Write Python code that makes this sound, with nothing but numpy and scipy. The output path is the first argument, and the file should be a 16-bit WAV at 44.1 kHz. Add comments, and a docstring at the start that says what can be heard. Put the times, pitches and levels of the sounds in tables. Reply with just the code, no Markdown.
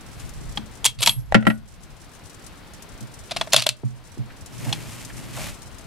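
"""At a wooden shooting bench, in light rain and wind, a rifle bolt is worked.
The bolt is drawn back, the spent brass case pings out and bounces, then the bolt is pushed home and locked.
Impacts are noise bursts with damped modes; rubbing, rain hiss and wind are coloured noise under envelopes.
The microphone stands on the bench and picks up its thumps; a jacket sleeve rustles as the arm shifts.
The recorder's gain control ducks the sound after loud blows and lets it creep back."""
import sys
import numpy as np
from scipy import signal
from scipy.fft import rfft, irfft, next_fast_len
from scipy.io import wavfile
from scipy.ndimage import uniform_filter1d, minimum_filter1d, map_coordinates

SR = 44100
rng = np.random.default_rng(int(sys.argv[2]) if len(sys.argv) > 2 else 0)


def dump_mix(stems):
    """Bounce the given channels to the path in sys.argv[1] as a 16-bit WAV at rate SR."""
    frames = np.atleast_2d(stems).T  # one column per channel
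    limited = np.clip(frames, -1, 1)  # hard clip at full scale
    pcm = np.round(limited * 32767).astype(np.int16)
    wavfile.write(sys.argv[1], SR, pcm)


N = 258426
T = np.arange(SR // 2) / SR  # seconds since a blow
CLOCK = np.arange(N) / SR  # seconds since the start

# All table levels are relative: each source sets its own reference gain.
# steel contacts of the bolt: start_s, level_db, ping_db, knock_db (the last two relative to level_db)
BOLT_CONTACTS = [(0.5734, -21.5, 10.5, -3.5), (0.8437, -15.5, 13, -21), (0.852, 0, -9.5, -25),
                 (0.8575, 5, -6, -20), (0.8615, 8, -5, -46), (1.02, -5, 0, -31), (1.0282, 1, -1, -25),
                 (1.034, 2.5, -15, -36), (1.061, 3, 6.5, -40), (1.073, 14, -8, -15),
                 (1.0939, -2.5, 17.5, -40), (3.3094, -17.5, -11.5, -14.5), (3.3164, -19, 1, -7),
                 (3.3631, -13.5, -12, -10.5), (3.3684, -18, -10, -12), (3.4117, -12.5, 0, -5),
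                 (3.472, -38.5, -13, 2), (3.5329, 8, 2.5, -16), (3.5413, 4.5, 1, -10.5),
                 (3.5629, 12, -1, -25), (3.5803, -8.5, -10, -10.5), (3.6219, -6, -6, -20),
                 (3.6624, -17, -5.5, 0), (3.6661, 2.5, 2.5, -18), (3.69, 2, -25.5, -40),
                 (4.7268, -9.5, 5.5, -17.5)]
# colour of a steel contact: frequency_hz, density_db (per Hz)
STEEL_COLOUR = [(300, -39), (600, -19), (1000, -9), (1800, -11.5), (2500, -2), (3400, -1.5), (4300, 0.5),
                (5500, -7), (7500, -14.5), (10000, -16.5), (14000, -39.5)]
# colour of the treble of hard contacts: frequency_hz, density_db (per Hz)
TREBLE_COLOUR = [(4000, -16.5), (7000, 1.5), (9500, -1), (11500, -4.5), (13000, -11), (16000, -22.5)]


def amp(db):
    """Level to amplitude: 20 dB is a factor of ten."""
    return 10 ** (np.asarray(db) / 20)


def unit(x):
    """Normalisation by the root mean square, to rms 1."""
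    return x / np.sqrt(np.mean(x ** 2) + 1e-20)


def along(points, hz):
    """Interpolation of (frequency_hz, value) points on a logarithmic frequency axis."""
    f, v = np.transpose(points)
    return np.interp(np.log(hz + 1), np.log(f + 1), v)


def wobble(rate):
    """Band-limited random fluctuation: a smooth curve through rate random knots a second."""
    knots = rng.standard_normal(int(N * rate / SR) + 4)
    return map_coordinates(knots, [np.arange(N) * rate / SR])


def filtered(x, response):
    """Linear filtering: the spectrum of x times a response of frequency."""
    n = x.shape[-1]
    m = next_fast_len(n + 8192)
    return irfft(rfft(x, m) * response(np.fft.rfftfreq(m, 1 / SR)), m)[..., :n]


def noise(spectrum, side_db, size):
    """Coloured stereo noise of rms 1; the level of its side signal sets the width."""
    mid, side = filtered(rng.standard_normal((2, size)), lambda hz: amp(along(spectrum, hz)))
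    side = amp(side_db) * side
    return unit(np.array([mid + side, mid - side]))


def fade(t60, attack):
    """Exponential decay by 60 dB in t60 seconds after a quick rise; its top is 1."""
    decay = amp(-60 * T / max(t60, .002))
    rise = 1 - np.exp(-T / max(attack, 1e-5))
    shape = decay * rise
    return shape / shape.max()


def ring(modes, scatter_db, spread, attack):
    """Modal sum of damped sines at new strengths; each meets the two capsules spread radians apart."""
    out = np.zeros((2, len(T)))
    for hz, db, t60 in modes:
        start_phase = rng.uniform(0, 2 * np.pi)
        phase = start_phase + spread * rng.choice([-1, 1]) * np.array([[.5], [-.5]])
        strength = amp(db + scatter_db * rng.normal())
        out += strength * fade(t60, attack) * np.sin(2 * np.pi * hz * T + phase)
    return out


def add(track, s, sound):
    """Superposition of a sound on a track from time s."""
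    part = track[:, max(round(s * SR), 0):][:, :sound.shape[1]]
    part += sound[:, :part.shape[1]]


def pan(left_db):
    """Level difference between the channels, left over right."""
    return amp([[left_db / 2], [-left_db / 2]])


def weather():
    """Broadband noise of steady rain and wind in the trees, and turbulent low-frequency wind on the capsules."""
    # two gusts, then a light breeze: start_s, buffet_db
    wind = [(0, -61), (.3, -43.5), (.8, -52), (1.15, -39.5), (1.6, -43.5), (2.1, -56), (5.8, -54)]
    # colour of the hiss: frequency_hz, density_db (per Hz)
    air_colour = [(53, -45.5), (90, -2.5), (133, -3), (192, -3.5), (310, -6.5), (510, -11), (676, -10.5),
                  (1410, -13.5), (1680, -15), (4550, -21.5), (6300, -28), (11800, -32), (16000, -40)]
    # colour of the wind on the capsules: frequency_hz, density_db (per Hz)
    rumble_colour = [(15, -11.5), (40, 1), (80, -5), (130, -5.5), (300, -28.5), (800, -71.5)]
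    start_s, level_db = np.transpose(wind)
    buffet_db = np.interp(CLOCK, start_s, level_db)
    waver = amp(.35 * wobble(9))
    hiss = amp(-45.5) * waver * noise(air_colour, side_db=-4.5, size=N) * pan(2.54)
    gusting = amp(buffet_db + 9.0 + 3.3 * wobble(39))
    buffet = gusting * noise(rumble_colour, side_db=1.5, size=N) * pan(1.8)
    return hiss + buffet


def sleeve():
    """Friction noise follows the stroke: the jacket swishes in fine grains, the elbow drags over the bench."""
    # strokes of the arm: middle_s, length_s, swish_db, rub_db
    strokes = [(0.213, 0.17, -51.5, -43.5), (0.43, 0.059, -76, -35.5), (3.4, 0.13, -55, -40.5),
               (4.686, 0.2, -39.5, -31.5), (4.947, 0.22, -41.5, -39), (5.24, 0.27, -45, -36.5),
               (5.429, 0.13, -35, -35)]
    # colour of the swishing cloth: frequency_hz, density_db (per Hz)
    cloth_colour = [(260, -39), (450, -19.5), (555, -1), (771, -10), (830, -5.5), (1560, -7), (2230, -3.5),
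                    (4050, -9), (6530, -10), (7470, -9), (11900, -14.5), (14800, -21.5), (16000, -39)]
    # colour of the rubbing on the bench: frequency_hz, density_db (per Hz)
    rubbing_colour = [(50, -38), (115, 5), (190, -5.5), (300, -9), (600, -29), (1500, -70)]
    swishing, rubbing = np.zeros(N), np.zeros(N)
    for middle, length, swish_db, rub_db in strokes:
        speed = np.exp(-2 * ((CLOCK - middle) / length) ** 2)
        # overlapping strokes add as powers
        swishing = np.hypot(swishing, amp(swish_db) * speed)
        rubbing = np.hypot(rubbing, amp(rub_db) * speed)
    swish = swishing * noise(cloth_colour, side_db=-9, size=N)
    swish = swish * unit(amp(2.0 * wobble(400) + 2.1 * wobble(40)))
    return swish * pan(0.97) + rubbing * noise(rubbing_colour, side_db=3.5, size=N)


def drops():
    """Random impulses excite short splashes: a few close drops over many faint ones."""
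    # the closest raindrops: start_s, level_db
    close_drops = [(0.2917, -36), (0.521, -39), (1.8326, -35.5), (2.2562, -39), (2.3434, -38),
                   (2.4638, -33), (2.735, -37), (2.8223, -32.5), (3.0054, -35), (4.4598, -33),
                   (5.0483, -29), (5.6185, -36.5), (5.783, -36.5)]
    # colour of a raindrop: frequency_hz, density_db (per Hz)
    splash_colour = [(1500, -15.5), (3500, -3.5), (6000, 3), (9000, 2.5), (12000, -6), (16000, -20)]
    drops_per_s, far_drop_db, drop_spread_db = 32, -48.5, 3.5  # faint drops in each channel
    out = np.zeros((2, N))
    for s, db in close_drops:
        drop = noise(splash_colour, side_db=-2.5, size=len(T)) * fade(0.058, attack=0.001)
        add(out, s, amp(db - 6.5) * drop * pan(6.6))
    falls = rng.random((2, N)) < drops_per_s / SR
    hits = falls * amp(drop_spread_db * rng.standard_normal((2, N)).clip(-2, 2))
    splash = noise(splash_colour, side_db=7.5, size=len(T)) * fade(0.096, attack=0.00092)
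    return out + amp(far_drop_db) * signal.fftconvolve(hits, splash, axes=1)[:, :N]


def bolt():
    """Impact excitation: a burst of chatter, a ping damped by the hand, a stock knock and the receiver's ring."""
    # movements of the bolt colour the contacts made during them: start_s, ping_hz, knock_hz, treble_db
    # in turn: hand takes the knob, unlocked, drawn back, pushed forward, driven home and locked,
    # a last click as the grip shifts
    moves = [(.5, 3320, 824, -41), (.8, 3390, 907, -6), (.95, 3250, 928, -11.5), (3.2, 3480, 653, -23.5),
             (3.5, 3543, 638, -13), (4.5, 3330, 830, -21)]
    # ringing of the receiver: frequency_hz, level_db, t60_s
    receiver_modes = [(940, -6, .06), (2200, -3, .09), (2690, -2, .15), (3090, -5, .11), (3260, -1, .14),
                      (3360, -6, .14), (3510, -1, .12), (4000, -7, .11), (4170, -3, .08), (4450, -7, .09),
                      (5910, -6, .12), (7500, -9, .1), (8000, -8, .1), (9600, -9, .11)]
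    # colour of a knock in the stock: frequency_hz, density_db (per Hz)
    stock_colour = [(200, -39.5), (450, -17), (650, -0.5), (1100, -2), (2000, -5.5), (4000, -20),
                    (16000, -50)]
    contact_t60_s, shorter_per_db = 0.016, 0.0151  # at level 0 dB; stronger contacts are shorter
    pitch_scatter = .028  # relative spread from contact to contact
    micro_hits_per_s, micro_hits_db = 1400, 4  # the faces meet in a run of tiny uneven impacts
    out = np.zeros((2, N))
    uneven = unit(amp(micro_hits_db * wobble(micro_hits_per_s).clip(-2, 2)))
    for s, db, ping_db, knock_db in BOLT_CONTACTS:
        _, ping_hz, knock_hz, treble_db = [move for move in moves if move[0] <= s][-1]
        ping_hz = ping_hz * np.exp(pitch_scatter * rng.normal())
        knock_hz = knock_hz * np.exp(pitch_scatter * rng.normal())
        t60 = contact_t60_s * np.exp(-shorter_per_db * db)
        # the faces chatter for a moment, then part quickly; loose parts jingle on
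        contact = amp(-60 * (T / t60) ** 1.567)
        hits = uneven[round(s * SR):][:len(T)]
        jingle = amp(-20) * fade(.12, attack=0.0011)
        blow = hits * contact * (1 - np.exp(-T / 0.00058)) + jingle
        chatter = amp(-6.5) * noise(STEEL_COLOUR, side_db=-14.5, size=len(T)) * blow
        # the treble is strongest in the first instant of the contact
        sharp_blow = hits * contact ** 2 + 0.78 * jingle
        edge = amp(treble_db + 1.5) * noise(TREBLE_COLOUR, side_db=-7.5, size=len(T)) * sharp_blow
        body = amp(knock_db - 2) * noise(stock_colour, side_db=-8, size=len(T)) * blow
        ping = ring([(ping_hz, 0, .02)], scatter_db=-2.0, spread=0.16, attack=0.00057)
        knock = ring([(knock_hz, 0, .034)], scatter_db=-3.5, spread=.3, attack=0.0021)
        tones = amp(ping_db - 9) * ping + amp(knock_db - 0.5) * knock
        receiver = amp(-29) * ring(receiver_modes, scatter_db=-3, spread=0.92, attack=0.00046)
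        add(out, s, amp(db) * (chatter + edge + body + tones + receiver))
    return out


def bench():
    """Structure-borne modes: the bench rocks the microphone stand, moving its capsules largely in opposition."""
    # the case, arms and stock thump the bench: start_s, sway_db, boom_db
    thumps = [(.576, -46, -24), (0.976, -13.5, -38), (1.159, -8.5, -45.5), (1.346, -2, 4),
              (1.468, -9.5, 2.5), (3.009, -26, -33), (3.833, -7.5, -20), (3.904, -30, -56),
              (4.179, -15.5, -25.5), (4.665, -17.5, -25.5)]
    # upper modes of the bench: frequency_hz, level_db, t60_s
    boom_modes = [(126, -16.5, 0.076), (183, -2.5, 0.12), (218.2, -0.5, 0.25), (287, -6.5, 0.14),
                  (336, -9.5, 0.084)]
    sway_hz, swell_s = 123.64, .054  # the bench's lowest mode and the length of its first swell
    bolt_sway_db, bolt_boom_db = -25.5, -35.5  # share of a bolt contact that comes through the stock
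    out = np.zeros((2, N))
    first_swell = np.abs(np.sin(np.pi * np.minimum(T / swell_s, 1))) ** 1.3
    swell = first_swell + amp(-9.5) * fade(0.32, attack=0.077)
    sway = np.sin(2 * np.pi * sway_hz * T + np.array([[2.4], [0]])) * swell
    jolts = [(s, db + bolt_sway_db, db + bolt_boom_db) for s, db, *_ in BOLT_CONTACTS]
    for s, sway_db, boom_db in list(thumps) + jolts:
        boom = ring(boom_modes, scatter_db=1, spread=1.43, attack=0.005) * [[1], [-1]]
        add(out, s, amp(sway_db - 5.5) * sway * pan(-5.5) + amp(boom_db - 6.5) * boom * pan(7.6))
    return out


def slides():
    """Stick-slip friction: the bolt rubs in its track, steel on steel, catching and slipping unevenly."""
    # the bolt slides in its track: start_s, end_s, level_db
    strokes = [(0.983, 1.087, -27), (3.287, 3.425, -48), (3.52, 3.614, -17), (3.588, 3.654, -26),
               (3.702, 3.707, -8)]
    stroke = np.zeros(N)
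    for start, end, db in strokes:
        stroke += amp(db) * np.clip(np.minimum(CLOCK - start, end - CLOCK) / 0.012, 0, 1)
    grit = noise(STEEL_COLOUR, side_db=-20.0, size=N)
    grit = grit + amp(-12) * noise(TREBLE_COLOUR, side_db=-2, size=N)
    slips = unit(amp(4.5 * wobble(600).clip(-2, 2)))
    return stroke * grit * slips


def band(centre_hz, octave_db):
    """Band-pass spectrum that falls by octave_db an octave on both sides of its centre."""
    return [(centre_hz * 2. ** k, -octave_db * abs(k)) for k in (-6, 0, 6)]


def scuffs():
    """Friction of hand and stock on the rest: short bursts of band noise with gritty modulation."""
    # rubs: start_s, level_db, centre_hz, t60_s
    rubs = [(1.003, -27.5, 660, 0.15), (3.832, -31.5, 410, 0.032), (4.173, -38, 332, 0.039),
            (4.301, -42.5, 1800, 0.065), (4.65, -39, 650, 0.23), (5.094, -42.5, 1790, 0.092),
            (5.368, -35, 660, 0.12)]
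    grit_db, grit_per_s = 3.5, 250
    out = np.zeros((2, N))
    for s, db, centre_hz, t60 in rubs:
        rub = noise(band(centre_hz, octave_db=15.0), side_db=-11.0, size=len(T))
        add(out, s, amp(db) * rub * fade(t60, attack=t60 / 9))
    return out * unit(amp(grit_db * wobble(grit_per_s)))


def case_ring():
    """Modes of a thin shell: the brass case rings as it is pulled out, and again as it lands."""
    # blows that set the case ringing: start_s, level_db
    pings = [(1.005, -21), (1.029, -27), (1.06, -14.5), (1.092, -19), (1.468, -28.5)]
    # modes of the case: frequency_hz, level_db, t60_s
    brass_modes = [(8382, -1, .2), (11085, -4, .2), (11120, -1, .22), (11520, -3, .27)]
    out = np.zeros((2, N))
    for s, db in pings:
        add(out, s, amp(db - 3) * ring(brass_modes, scatter_db=1, spread=1.1, attack=.002))
    return out


def case_bounces():
    """Impacts excite plank modes: the case cracks and clacks, the wood rings on over a hollow knock."""
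    # bounces on the bench top: start_s, level_db, ring_db, hollow_db, t60_s
    bounces = [(1.323, -6, -28, 6.5, 0.017), (1.3446, 16, -10, -13, 0.029), (1.426, -19.5, -7, -6, 0.021),
               (1.452, -17.5, -11, -4, .04), (1.468, 1, -2, -3, 0.042), (1.5007, -8.5, -3, -17, 0.053)]
    # modes of the planks: frequency_hz, level_db, t60_s
    plank_modes = [(549, -6, .1), (645, -2.5, .065), (740, -7, .05), (1001, -13, .09), (1362, 4, .065),
                   (1460, -20, .28), (1620, -11, .05), (1720, -10, .06), (1920, 2.5, .065), (2040, -4, .05),
                   (2250, -8, .05), (2640, -8, .055), (3080, -7, .045)]
    # colour of the clack: frequency_hz, density_db (per Hz)
    clack_colour = [(150, -10), (300, -9), (450, -5.5), (700, 3), (1050, -7.5), (1900, -1.5), (3000, -9),
                    (4500, -20), (8000, -30), (14000, -51)]
    hollow_modes = [(630, -2, .02), (790, 0, .02)]  # frequency_hz, level_db, t60_s
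    out = np.zeros((2, N))
    for s, db, ring_db, hollow_db, t60 in bounces:
        # the case rim's first touch on the bench
        crack = amp(-28) * noise(TREBLE_COLOUR, side_db=1.5, size=len(T)) * fade(.012, attack=0.00021)
        decay = fade(t60, attack=.0003) + amp(-21) * fade(t60 * 2.8, attack=.004)
        clack = amp(-7) * noise(clack_colour, side_db=-4, size=len(T)) * decay
        wood = amp(ring_db - 6) * ring(plank_modes, scatter_db=1, spread=1.3, attack=.0005)
        hollow = amp(hollow_db - 8) * ring(hollow_modes, scatter_db=1, spread=.7, attack=.002)
        add(out, s, amp(db) * (crack + clack + wood + hollow))
    return out


def shelter(x):
    """Reverberation by convolution: roof and bench answer with a short tail, new every quarter second."""
    # decay of the tail: frequency_hz, t60_s
    decay_times = [(200, 0.71), (1000, 0.18), (3500, 0.2), (10000, 0.09), (15000, 0.18)]
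    wet = np.zeros((2, N))
    for start in np.arange(0, N / SR, .25):
        hz, age, z = signal.stft(rng.standard_normal((2, SR // 3)), SR, nperseg=256)
        decay = amp(-60 * age / along(decay_times, hz)[:, None])
        tail = signal.istft(z * decay, SR, nperseg=256)[1]
        tail = tail / np.linalg.norm(tail[0])
        piece = x[:, round(start * SR):round((start + 1 / 4) * SR)].mean(0)
        add(wet, start + 0.0033, signal.fftconvolve(piece[None], tail, axes=1))
    return wet


def gain_control(x):
    """Dynamic compression: a loud blow turns the gain down at once; it is held, then creeps back."""
    threshold_db, max_cut_db = -9, 9
    hold_s, release_s = 0.15, 0.34  # release_s is the time constant of the recovery in dB
    power = np.abs(uniform_filter1d((x ** 2).max(0), size=129))
    over_db = np.clip(10 * np.log10(power + 1e-12) - threshold_db, 1e-6, max_cut_db)
    hold = int(hold_s * SR)
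    held_db = -minimum_filter1d(-over_db, hold, origin=(hold - 1) // 2)
    # a running maximum in which each held cut decays exponentially
    age = CLOCK / release_s
    cut_db = np.exp(np.maximum.accumulate(np.log(held_db) + age) - age)
    return x * amp(-uniform_filter1d(cut_db, size=65))


def scene():
    """Superposition of all sources; the steel's sound reaches the right capsule first, by 11 microseconds."""
    lead = np.array([[-.5], [.5]]) * 1.1e-5  # seconds, left and right
    steel = filtered(bolt() + slides(), lambda hz: np.exp(2j * np.pi * hz * lead))
    brass, wood = case_ring(), case_bounces()
    echo = shelter(amp(-24) * (steel + brass) + amp(-21) * wood) * pan(8.1)
    blows = steel * pan(0.82) + brass + wood * pan(-1.1) + echo
    return blows + bench() + scuffs() + sleeve() + drops() + weather()


def record(dry):
    """Gain reduction and band limiting: gain control, a fast peak limiter, then a steep low-pass."""
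    top_hz = 16000
    ducked = gain_control(dry)
    needed = 1 / np.maximum(np.abs(ducked).max(0), 1)
    gain = uniform_filter1d(minimum_filter1d(needed, size=65), size=65)
    return filtered(ducked * gain, lambda hz: 1 / (1 + (hz / top_hz) ** 80))


dry = scene()
out = record(dry)
dump_mix(out)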